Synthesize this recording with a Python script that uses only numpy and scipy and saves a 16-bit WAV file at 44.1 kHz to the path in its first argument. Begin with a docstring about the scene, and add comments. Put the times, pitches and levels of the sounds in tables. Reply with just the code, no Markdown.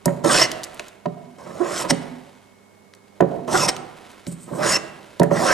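"""A hand plane knocks down on a bench-clamped timber, then hisses and rasps through a first, loud stroke.
Shavings tick and rustle until a light second stroke ends in a swelling scrape; hard knocks lead into the third.
A softer fourth stroke and more knocks come before the fifth. Knocks ring struck modes of timber and bench;
rubbing, cutting and crackle are random grains through resonances and spectra. A bare workshop rings throughout,
over still air and a faint electrical hum."""
import sys
import numpy as np
from scipy import signal
from scipy.fft import rfft, irfft, next_fast_len
from scipy.io import wavfile
from scipy.ndimage import uniform_filter1d, map_coordinates

SR = 44100
rng = np.random.default_rng(int(sys.argv[2]) if len(sys.argv) > 2 else 0)


def file_out(sig):
    """Save sig as 16-bit WAV at sys.argv[1]."""
    # one column per channel
    cols = np.atleast_2d(sig).T
    # limit, then scale
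    lim = np.clip(cols, -1, 1)
    pcm = np.round(lim * 32767).astype(np.int16)
    wavfile.write(sys.argv[1], SR, pcm)


N = 243873
T = np.arange(N) / SR
CREEP_HZ, FAST_HZ = 600, 1650  # grain-passing pitch of a creeping and of a fast plane


def amp(db):
    """Decibels to gain."""
    return 10 ** (np.asarray(db) / 20)


def unit(x):
    """Scales x to an rms of 1."""
    return x / np.sqrt(np.mean(x ** 2) + 1e-20)


def read(points, hz):
    """A spectrum table joined by straight lines on a log-frequency axis."""
    f, value = np.transpose(points)
    return np.interp(np.log(hz + 1), np.log(f), value)


def shape(x, gain):
    """Filters x by a gain that is a function of frequency."""
    size = next_fast_len(x.shape[-1] + 4096)
    spectrum = rfft(x, size) * gain(np.fft.rfftfreq(size, 1 / SR))
    return irfft(spectrum, size)[..., :x.shape[-1]]


def colour(x, points):
    """Gives x the spectrum of a table, at an rms of 1."""
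    return unit(shape(x, lambda hz: amp(read(points, hz))))


def add(mix, s, sound):
    """Mixes a sound in at s seconds."""
    part = mix[max(round(s * SR), 0):][:len(sound)]
    part += sound[:len(part)]


def wander(rate_hz):
    """Smooth random movement of unit rms, slower for a lower rate."""
    return unit(shape(rng.standard_normal(N), lambda hz: np.exp(-(hz / rate_hz) ** 2)))


def grains(per_s, spread_db):
    """Tiny fractures at random moments, a few much larger than the rest."""
    size = amp(spread_db * np.minimum(rng.exponential(1, N), 4))
    return unit(size * rng.standard_normal(N) * (rng.random(N) < per_s / SR))


def ring(modes, corner_hz):
    """Decaying modes struck by a blow too soft to reach much above its corner."""
    t = np.arange(SR // 2) / SR
    out = np.zeros(len(t))
    for k, (hz, db, t60) in enumerate(modes):
        softness = np.hypot(1, (hz / corner_hz) ** 2)
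        out += (-1) ** k * amp(db - 60 * t / t60) * np.sin(2 * np.pi * hz * t) / softness
    return out


def swells(rows, order=1):
    """Gain over time of sounds that each swell to a peak and die away; a higher order rounds the peak."""
    return sum(amp(db) * np.exp(-np.maximum((s - T) / rise, (T - s) / fall) ** order)
               for s, db, rise, fall in rows)


def curl(x):
    """The growing shaving and the moving plane bring resonances that come and go."""
    patchy_db, patch_hz, patch_s, size, hop = 3.8, 350, .055, 512, 128
    z = signal.stft(x, nperseg=size, noverlap=size - hop)[2]
    patches = uniform_filter1d(rng.standard_normal(z.shape), round(patch_hz * size / SR), axis=0)
    patches = uniform_filter1d(patches, round(patch_s * SR / hop), axis=1)
    patched = z * amp(patchy_db * unit(patches))
    return unit(signal.istft(patched, nperseg=size, noverlap=size - hop)[1][:N])


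def drift(x, share, rate_hz):
    """Lets the resonances in x slide up and down together as the plane travels."""
    position = np.arange(N) + np.cumsum(share * wander(rate_hz))
    return unit(map_coordinates(x, [position], order=5, mode="mirror"))


def contact(start, end, run_out_s, touch_s=0.003, run_out_db=-5):
    """Gain that opens as the plane starts to slide and falls ever faster as it runs off the timber."""
    run_out = np.exp(np.minimum((T - end) / run_out_s, 10))
    return np.exp(np.minimum(T - start, 0) / touch_s) * amp(run_out_db * run_out)


def strokes(skim_db=-18.5, rasp_growth=2.9, ease_db=-1.5, ease_s=0.0055):
    """The push builds until the plane takes off and eases at the end; the iron skims, bites and sinks in."""
    # each stroke: (slide starts [s], takes off [s], iron bites [s], time to sink in [s],
    #  iron leaves the wood [s], time to run out [s], sole coasts on for [s],
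    #  first push against full push [dB], then levels ahead of each layer's trim: rubbing [dB],
    #  grain scrape [dB], bench rumble [dB], hiss [dB], thick-shaving rasp [dB]; iron singing [0-1])
    passes = [(0.242, 0.264, 0.25, 0.062, 0.45, 0.011, 0.003, 0, -23.5, -25.5, -28, -16.5, -13.5, 0.8),
              (1.386, 1.66, 1.663, 0.1, 1.833, 0.0063, 0.052, -13.5, -31, -38, -39, -24.5, -24.5, 0),
              (3.479, 3.533, 3.49, 0.035, 3.668, 0.002, 0.015, -3, -27.5, -27, -29.5, -23, -36.5, 0.6),
              (4.475, 4.621, 4.622, 0.031, 4.7734, 0.003, 0.0037, -19.5, -25, -30.5, -28.5, -20, -26.5, 0.79),
              (5.309, 5.493, 5.3, 0.046, 5.55, 0.011, 0.011, -9, -20.5, -24.5, -28, -23.5, -33.5, 0.44)]
    rub, scraping, rumble, hiss, rasp, singing = np.zeros((6, N))
    for (start, takeoff, bite, sink_s, end, run_out_s, coast_s, light_db,
         rub_db, scrape_db, rumble_db, hiss_db, rasp_db, sing) in passes:
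        build_db = light_db * (1 - np.interp(T, [start, takeoff], [0, 1]) ** 2)
        push = amp(build_db + ease_db * np.exp(np.minimum(T - end, 0) / ease_s))
        depth = amp(skim_db * np.exp(-np.maximum(T - bite, 0) / sink_s))
        sliding = contact(start, end + coast_s, run_out_s)
        cutting = contact(start, end, run_out_s)
        rub += amp(rub_db) * sliding * push
        scraping += amp(scrape_db) * sliding * push
        rumble += amp(rumble_db) * sliding * np.sqrt(push)
        hiss += amp(hiss_db) * cutting * push * depth
        rasp += amp(rasp_db) * cutting * push * depth ** rasp_growth  # grows faster with depth than hiss
        # the iron sings most towards the end of the cut
        singing = np.where(T > start - .05, sing * np.interp(T, [bite, end], [0, 1]) ** 2, singing)
    return rub, scraping, rumble, hiss, rasp, singing


def iron(hissing, rasping, singing, rasp_trim_db=-3):
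    """Fibres part by the thousand in uneven tears, and the iron's modes sing at a pitch that wavers."""
    # hiss and rasp spectra: (frequency [Hz], relative level [dB])
    hiss_spectrum = [(1500, -16), (3200, -11), (4700, -12.5), (5400, -3.5), (5900, -8.5), (6400, -8.5),
                     (7200, -10), (8500, -8.5), (9700, -16), (11000, -19), (13500, -31), (16000, -61)]
    rasp_spectrum = [(500, -37.5), (1300, -10), (1900, -4.5), (2250, -7), (2700, 3.5), (3150, -9.5),
                     (3900, -8), (4800, 2), (8000, -63)]
    # modes of the iron and its wedge: (frequency [Hz], relative level [dB], t60 [s])
    iron_modes = [(1710, -18, 0.09), (4950, 6, 0.0078), (5340, 19.5, 0.038), (5970, 16.5, 0.018),
                  (6600, 6, 0.016), (8400, -6.5, 0.0068)]
    uneven_db, tear_db, slide, slide_hz = 1.8, 1.5, .016, 16
    grain = amp(uneven_db * wander(390))
    hiss = curl(colour(grains(22000, 0.35) * grain, hiss_spectrum))
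    coarse = grains(6000, 0.87) * grain * amp(tear_db * wander(60))
    rasp = drift(curl(colour(coarse, rasp_spectrum)), slide, slide_hz)
    struck = signal.fftconvolve(grains(22000, 0.93) * grain, ring(iron_modes, 18300))[:N]
    sing = drift(struck, slide, slide_hz)
    share = np.clip(singing, 0, 1)
    edge = np.sqrt(1 - share) * hiss + np.sqrt(share) * sing
    return edge * hissing + amp(rasp_trim_db) * rasp * rasping


def sole(rubbing, rumbling, speed_hz, rub_trim_db=1.0, rumble_trim_db=-2, uneven_db=2.0,
         ring_share=0.49, dull_hz=1150, glide_db=-5):
    """Small slips of wood on wood ring the plane and shake the bench; speed brightens the rub, eases the rumble."""
    # spectra of the rub and of the bench rumble: (frequency [Hz], relative level [dB])
    rub_spectrum = [(150, -37), (350, 2.5), (620, 8), (760, 1), (920, 1.5), (1170, 1.5), (1450, -5.5),
                    (1750, 3), (2150, -2.5), (3500, -13.5), (8000, -62.5)]
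    rumble_spectrum = [(20, -36), (60, -15), (100, -6), (135, 5), (175, 4.5), (260, 0.5), (360, -11.5),
                       (520, -12), (1000, -38.5)]
    # modes of the plane body, damped by the hands: (frequency [Hz], relative level [dB], t60 [s])
    plane_modes = [(365, 3.5, 0.064), (554, -1, 0.086), (778, -1.5, 0.32), (1010, 9, 0.017),
                   (1340, 7, 0.073), (1490, -11, 0.024)]
    slips = grains(9000, 0.34) * amp(uneven_db * wander(51))
    body = unit(signal.fftconvolve(slips, ring(plane_modes, 5000))[:N])
    bright = drift(colour(slips, rub_spectrum) + ring_share * body, .06, 12)
    dull = unit(shape(bright, lambda hz: 1 / np.hypot(1, (hz / dull_hz) ** 3)))
    fast = np.interp(speed_hz, [CREEP_HZ, FAST_HZ], [0, 1])
    rub = fast * bright + (1 - fast) * dull
    rumble = colour(grains(3000, 2.3), rumble_spectrum)
    return amp(rub_trim_db) * rub * rubbing + amp(rumble_trim_db + glide_db * fast) * rumble * rumbling


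def scrape(scraping, speed_hz, width_hz=270):
    """The sole passes over the grain: a rough band that rises and falls with the speed of the plane."""
    angle = 2 * np.pi * np.cumsum(speed_hz) / SR
    note = unit(wander(width_hz) * np.cos(angle) + wander(width_hz) * np.sin(angle))
    return np.sqrt(speed_hz / FAST_HZ) * note * scraping


def end_scrapes():
    """At the end of a stroke: dense fractures in a quick swelling scrape."""
    # (time of the peak [s], level [dB], rise [s], fall [s])
    scrape_swells = [(1.908, -12.5, 0.0088, 0.0055), (3.69, -13.5, 0.0075, 0.009)]
    spectrum = [(150, -6.0), (650, 6.5), (1200, -3.5), (1900, 1.0), (3000, -6.5), (4700, -3.5), (5400, 6.5),
                (6200, -3.5), (7400, -10.5), (8400, 1.0), (9600, -13.0), (14000, -24.5), (16000, -41)]
    return swells(scrape_swells, order=1.3) * colour(grains(15000, 0.63), spectrum)


def tears(cycles=3.2):
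    """The iron catches in the grain: coarse fractures each ring the stiff shaving for a few cycles."""
    # (time [s], level [dB], length [s], ringing frequency [Hz])
    catches = [(1.797, -34, 0.042, 950), (3.54, -19.5, 0.034, 1419), (4.618, -26, 0.04, 1620),
               (5.338, -30.5, 0.1, 1820), (5.481, -21.5, 0.05, 1608)]
    out, t, snaps = np.zeros(N), np.arange(SR // 100) / SR, grains(1500, 1)
    for s, db, length, centre_hz in catches:
        size = int(length * SR)
        snap = np.sin(2 * np.pi * centre_hz * t) * np.exp(-centre_hz * t / cycles)
        run = unit(signal.fftconvolve(np.roll(snaps, -round(s * SR))[:size], snap)[:size])
        add(out, s, amp(db) * run * np.sin(np.linspace(0, np.pi, size)))
    return out


def judders(jitter=0.045, octaves=0.78):
    """Nearly regular bounces as the iron bites or breaks free, quick to build and slower to die."""
    # (time [s], level [dB], length [s], bounce rate [Hz], strongest frequency [Hz])
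    bounces = [(0.255, -23, 0.036, 327, 386), (0.294, -21.5, 0.042, 390, 1130),
               (0.415, -20.5, 0.022, 325, 670), (1.601, -22, 0.056, 346, 403), (1.91, -26, 0.056, 250, 249),
               (3.539, -18.5, 0.037, 368, 570), (4.577, -33, 0.065, 300, 558), (5.41, -25, 0.079, 358, 677)]
    out = np.zeros(N)
    for s, db, length, rate_hz, centre_hz in bounces:
        size = int(length * SR)
        turns = np.cumsum(rate_hz * (1 + jitter * wander(120)[:size])) / SR
        buzz = np.zeros(size)
        for k in range(1, 6):
            distance = np.log2(k * rate_hz / centre_hz) / octaves
            # bending waves in the timber smear each bounce, so the overtones fall out of step
            buzz += np.sin(2 * np.pi * (k * turns + rng.random())) / (1 + distance ** 2) ** 1.44
        envelope = np.sin(np.pi * np.sqrt(np.linspace(0, 1, size))) ** 2
        add(out, s, amp(db) * unit(buzz * envelope))
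    return out


def knocks(clatter_db=-7, clatter_s=0.017, node_share=0.68, thud_rise_s=0.0061):
    """The plane lands or bumps: timber and bench modes ring, and the sole clatters briefly as it seats."""
    # (time [s], level [dB], hardness as a corner [Hz], bench thud relative to the knock [dB],
    #  place along the timber [0-1])
    landings = [(0.0572, -21, 1000, 8, .2), (0.079, -23.5, 1820, -8.5, 0.39),
                (0.247, -22.5, 2800, -3.5, 0.02), (0.7948, -35.5, 1890, -21.5, 0.03),
                (1.0566, -23, 830, 1, 0.05), (1.912, -18.5, 423, 0, 0.44), (3.205, -13.5, 1020, -3.5, .25),
                (3.221, -15, 600, -7.5, 0.2), (4.269, -27, 222, 4, 0.4), (4.316, -33.5, 200, 3, 0.3),
                (4.513, -34, 520, 6.5, .4), (5.198, -15.5, 707, 5.5, 0.2), (5.216, -18, 1273, -28.5, 0.06),
                (5.234, -22.5, 1540, -9.5, .22), (5.311, -16.5, 796, -5, 0.6)]
    # modes of timber and bench: (nominal frequency [Hz], relative level [dB], t60 [s])
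    timber_modes = [(293, -5.5, 0.1), (359, 2, 0.064), (440, -6, 0.21), (575, 3, 0.15), (690, 8.5, 0.064),
                    (759, -4.5, 0.1), (950, 3, 0.055), (1000, -6.5, 0.069), (1290, -3, 0.03),
                    (1680, -0.5, 0.027), (1830, 3, 0.038)]
    bench_modes = [(76, -2.5, 0.037), (136.3, -8.5, 0.27), (166, -1, 0.27), (187.5, -8, 0.17),
                   (241.7, -2, 0.15), (262, -1, 0.067), (393.5, -8.5, 0.23)]
    out, t = np.zeros(N), np.arange(SR // 2) / SR
    for s, db, corner_hz, thud_db, place in landings:
        # the weight of the plane detunes each mode a little
        grip = 1 + .02 * rng.standard_normal(len(timber_modes))
        modes = []
        for k, (hz, gain_db, t60) in enumerate(timber_modes):
            # a mode rings less when the blow lands near one of its nodes
            reach = node_share + abs(np.sin((k + 1) * np.pi * place))
            modes.append((hz * grip[k], gain_db + 20 * np.log10(reach), t60))
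        clatter = unit(shape(rng.standard_normal(len(t)),
                             lambda hz: hz / (hz + 120) / np.hypot(1, (hz / corner_hz) ** 3.14)))
        wood = 0.66 * ring(modes, corner_hz) + amp(clatter_db) * clatter * np.exp(-t / clatter_s)
        thud = amp(thud_db) * ring(bench_modes, corner_hz) * (1 - np.exp(-t / thud_rise_s))
        add(out, s, amp(db) * (wood + thud))
    # wood radiates little deep bass or treble
    return signal.sosfilt(signal.butter(2, [70, 3200], "band", fs=SR, output="sos"), out)


def scuffs():
    """Sparse, coarse slips of the sole as it seats on the timber, each a small woody tap."""
    # (time of the peak [s], level [dB], rise [s], fall [s])
    seatings = [(0.105, -36.5, 0.0092, 0.13), (3.325, -33.5, 0.05, 0.075), (5.225, -24, 0.008, 0.013)]
    spectrum = [(200, -9.5), (330, -1), (680, 3.5), (1050, -8), (1500, -26), (4000, -47)]
    return swells(seatings) * colour(grains(1100, 0.89), spectrum)


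def ticks(rise_s=0.00012, decay_s=0.0019, width=1.7, narrow_hz=12000, after_db=-20, after_s=0.0032,
          snap=0.49, shiver=0.37):
    """Sharp contacts and snapping shavings: a snap with a short noisy shiver, narrower in band when higher."""
    # (time [s], level ahead of the snap and shiver shares [dB], centre frequency [Hz])
    snaps = [(0.0572, -5.5, 9200), (0.2466, -14, 4350), (0.261, -20, 5500), (0.5162, -11, 4630),
             (0.634, -15, 5250), (0.64, -15, 5740), (0.646, -22, 6620), (0.7453, -31, 10500),
             (0.7955, -12, 2070), (0.883, -28.5, 6100), (1.0584, -21.5, 1500), (1.3868, -53.5, 1040),
             (2.9374, -32, 2080), (2.95, -38, 6400), (3.082, -43.5, 2350), (3.208, -18.5, 2780),
             (3.482, -26.5, 1680), (3.7655, -17.5, 2400), (4.115, -36, 6000), (4.2676, -22.5, 2597),
             (5.1972, -12.5, 5140), (5.2327, -17, 7100)]
    out, t = np.zeros(N), np.arange(-SR // 200, SR // 20) / SR
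    age = np.maximum(t, 0)
    decay = np.exp(-age / decay_s) + amp(after_db) * np.exp(-age / after_s)
    envelope = np.exp(np.minimum(t, 0) / rise_s) * decay
    for s, db, centre_hz in snaps:
        def band(hz):
            distance = np.log((hz + 1) / centre_hz) * (1 + centre_hz / narrow_hz) / width
            treble_loss = np.hypot(1, (hz / min(11500, 4.6 * centre_hz)) ** 4)
            return 1 / (1 + distance ** 2) ** 2 / treble_loss
        click, noise = shape(np.array([t == 0, rng.standard_normal(len(t))]), band)
        add(out, s + t[0], amp(db) * (snap * click / click.max() + shiver * unit(noise) * envelope))
    return out


def shavings(rustle_trim_db=-2, whisper_trim_db=-2, clump_db=1.5):
    """Dry curls crackle faintly in clumps; the sole whispers thinly as it is drawn into place."""
    # both tables: (time of the peak [s], level ahead of the trim [dB], rise [s], fall [s])
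    rustles = [(0.16, -51, 0.48, 0.19), (0.51, -40.5, 0.044, 0.13), (0.86, -45, 0.21, 0.05),
               (1.85, -33.5, 0.02, 0.015), (1.98, -43.5, 0.43, 0.27), (3.32, -55.5, 0.1, 0.143),
               (4.1, -46, 0.48, 0.2), (4.85, -47, 0.24, 0.12), (5.17, -48, 0.28, 0.222)]
    whispers = [(4.275, -34.5, 0.0017, 0.016), (4.323, -38.5, 0.0091, 0.013), (4.435, -43.5, 0.035, 0.022),
                (4.56, -41.5, 0.024, 0.032)]
    crackle = colour(grains(5000, 2.2) * amp(clump_db * wander(68)),
                     [(500, 9), (1500, 8), (3500, 3), (6000, -4.0), (10000, -7.5), (13000, -16.0), (16000, -40)])
    whisper = colour(grains(12000, 1.73),
                     [(3000, -4.5), (6500, 3.5), (7600, 12), (8400, 18.0), (9500, 6), (14000, -6)])
    rustling = amp(rustle_trim_db) * crackle * swells(rustles)
    return rustling + amp(whisper_trim_db) * whisper * swells(whispers)


def diffuse(tail):
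    """Evens out a room tail so that no single note booms, and fades its end."""
    narrow, wide = 12, 120  # smoothing widths in spectrum bins
    z = rfft(tail)
    power = abs(z) ** 2
    even = np.sqrt(abs(uniform_filter1d(power, wide)) / (abs(uniform_filter1d(power, narrow)) + 1e-20))
    return irfft(z * even, tail.shape[-1]) * np.clip(np.linspace(3, -1, tail.shape[-1]), 0, 1)


def workshop(x, side_db=-5, near_db=-14, near_s=0.0089):
    """Near reflections off bench and body, then a long tail that dies band by band."""
    # decay time: (frequency [Hz], t60 [s])
    room_t60 = [(100, 0.67), (250, 0.83), (700, 0.93), (2000, 0.66), (5000, 0.41), (9000, 0.32),
                (15000, .35)]
    # level of the tail: (frequency [Hz], level [dB])
    room_send = [(25, -22), (70, -9), (160, -5), (400, -6.5), (700, -8), (2000, -12), (4300, -12.5),
                 (5400, -23), (7000, -12.5), (12000, -19)]
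    # side level of the near reflections: (frequency [Hz], level [dB])
    spread = [(100, -16.5), (350, -5.5), (700, -5.5), (2000, -15.5), (4000, -15.5), (5600, -26),
              (8000, -9.5), (13000, -7)]
    t = np.arange(int(1.5 * SR)) / SR
    hz, age, z = signal.stft(rng.standard_normal((2, len(t))), SR, nperseg=512)
    t60 = read(room_t60, hz)[:, None]
    even_energy = np.sqrt(2 * np.log(1000) / t60 / SR)  # a longer decay starts lower
    z = z * amp(read(room_send, hz)[:, None] - 60 * age / t60) * even_energy
    tail = diffuse(signal.istft(z, SR, nperseg=512)[1][:, :len(t)]) * (1 - np.exp(-t / 0.0012))
    near = rng.standard_normal((2, len(t)))
    for _ in range(8):  # the reflections scatter in time but favour no pitch
        phase = np.angle(rfft(near * np.exp(-t / near_s)))
        near = irfft(np.exp(1j * phase), len(t)) * (t > .001) * (t < 6 * near_s)
    near /= np.linalg.norm(near, axis=1, keepdims=True)
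    near_side = shape(near[1], lambda hz: amp(read(spread, hz)))
    mid = signal.fftconvolve(x, tail[0] + amp(near_db) * near[0])[:N]
    side = signal.fftconvolve(x, amp(side_db) * tail[1] + near_side)[:N]
    return np.array([mid + side, mid - side])


def background(air_db=-54.5):
    """Still workshop air as coloured noise, and a faint electrical hum of slowly wavering sines."""
    # spectrum of the air: (frequency [Hz], relative level [dB])
    air_spectrum = [(25, -73), (96, -1.5), (148, -1), (199, 6.5), (340, 0.5), (400, 2), (872, -2),
                    (1950, -12.5), (2240, -12), (2420, -18.5), (8360, -18), (15500, -29.5)]
    # tones of the hum: (frequency [Hz], rms level [dB])
    hum_tones = [(100, -67), (199.2, -63.5), (398.4, -64), (2191, -67)]
    air = colour(rng.standard_normal((2, N)), air_spectrum)
    hum = sum(amp(db) * np.sqrt(2) * np.sin(2 * np.pi * hz * T + 0.74 * wander(8.3)) for hz, db in hum_tones)
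    return amp(air_db) * unit(air + 0.018 * air[::-1]) + hum


def scene(edge_send_db=0.5):
    """All the sounds of the work ring in the workshop, over its still air."""
    # speed of the plane as the pitch at which its sole passes over the grain: (time [s], pitch [Hz])
    speed = [(0.25, 600), (0.275, 691), (0.31, 1200), (0.37, 1620), (0.46, 1942), (1.39, 950), (1.59, 677),
             (1.68, 1151), (1.77, 1498), (1.83, 1099), (1.88, 516.4), (3.48, 724.4), (3.54, 950),
             (3.6, 1340), (3.66, 947), (4.51, 740.4), (4.6, 720), (4.645, 1447), (4.77, 1763), (5.32, 600),
             (5.42, 718), (5.485, 1448), (5.53, 1690)]
    rubbing, scraping, rumbling, hissing, rasping, singing = strokes()
    speed_hz = np.interp(T, *np.transpose(speed))
    edge = iron(hissing, rasping, singing) + tears() + end_scrapes()
    wood = sole(rubbing, rumbling, speed_hz) + scrape(scraping, speed_hz)
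    wood = wood + judders() + knocks() + scuffs() + ticks() + shavings()
    return wood + edge + workshop(wood + amp(edge_send_db) * edge) + background()


def record(dry):
    """Two microphone ports hear the bass mostly on the right; high peaks are rounded, then the band limited."""
    # balance: (frequency [Hz], left minus right [dB])
    balance = [(40, -8), (160, -5), (320, -10), (700, -6.5), (1400, -2), (2800, -2.5), (5500, 0),
               (9000, -1.8)]
    # phase lead: (frequency [Hz], left ahead of right [rad])
    lead = [(100, -0.61), (350, 0.42), (700, 0.32), (1600, 0.74), (4000, 0.28), (12000, 0.086)]

    def ports(hz):
        pair = amp(np.outer([.5, -.5], read(balance, hz)))
        return pair / pair.mean(0) * np.exp(1j * np.outer([.5, -.5], read(lead, hz)))
    heard = shape(dry, ports)
    rounded = heard / (1 + (heard / .92) ** 8) ** (1 / 8)
    band_limit = signal.firwin(255, 15200, window=("kaiser", 9), fs=SR)  # low-pass, cutoff in Hz
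    return signal.oaconvolve(rounded, band_limit[None], "same")


dry = scene()
out = record(dry)
file_out(out)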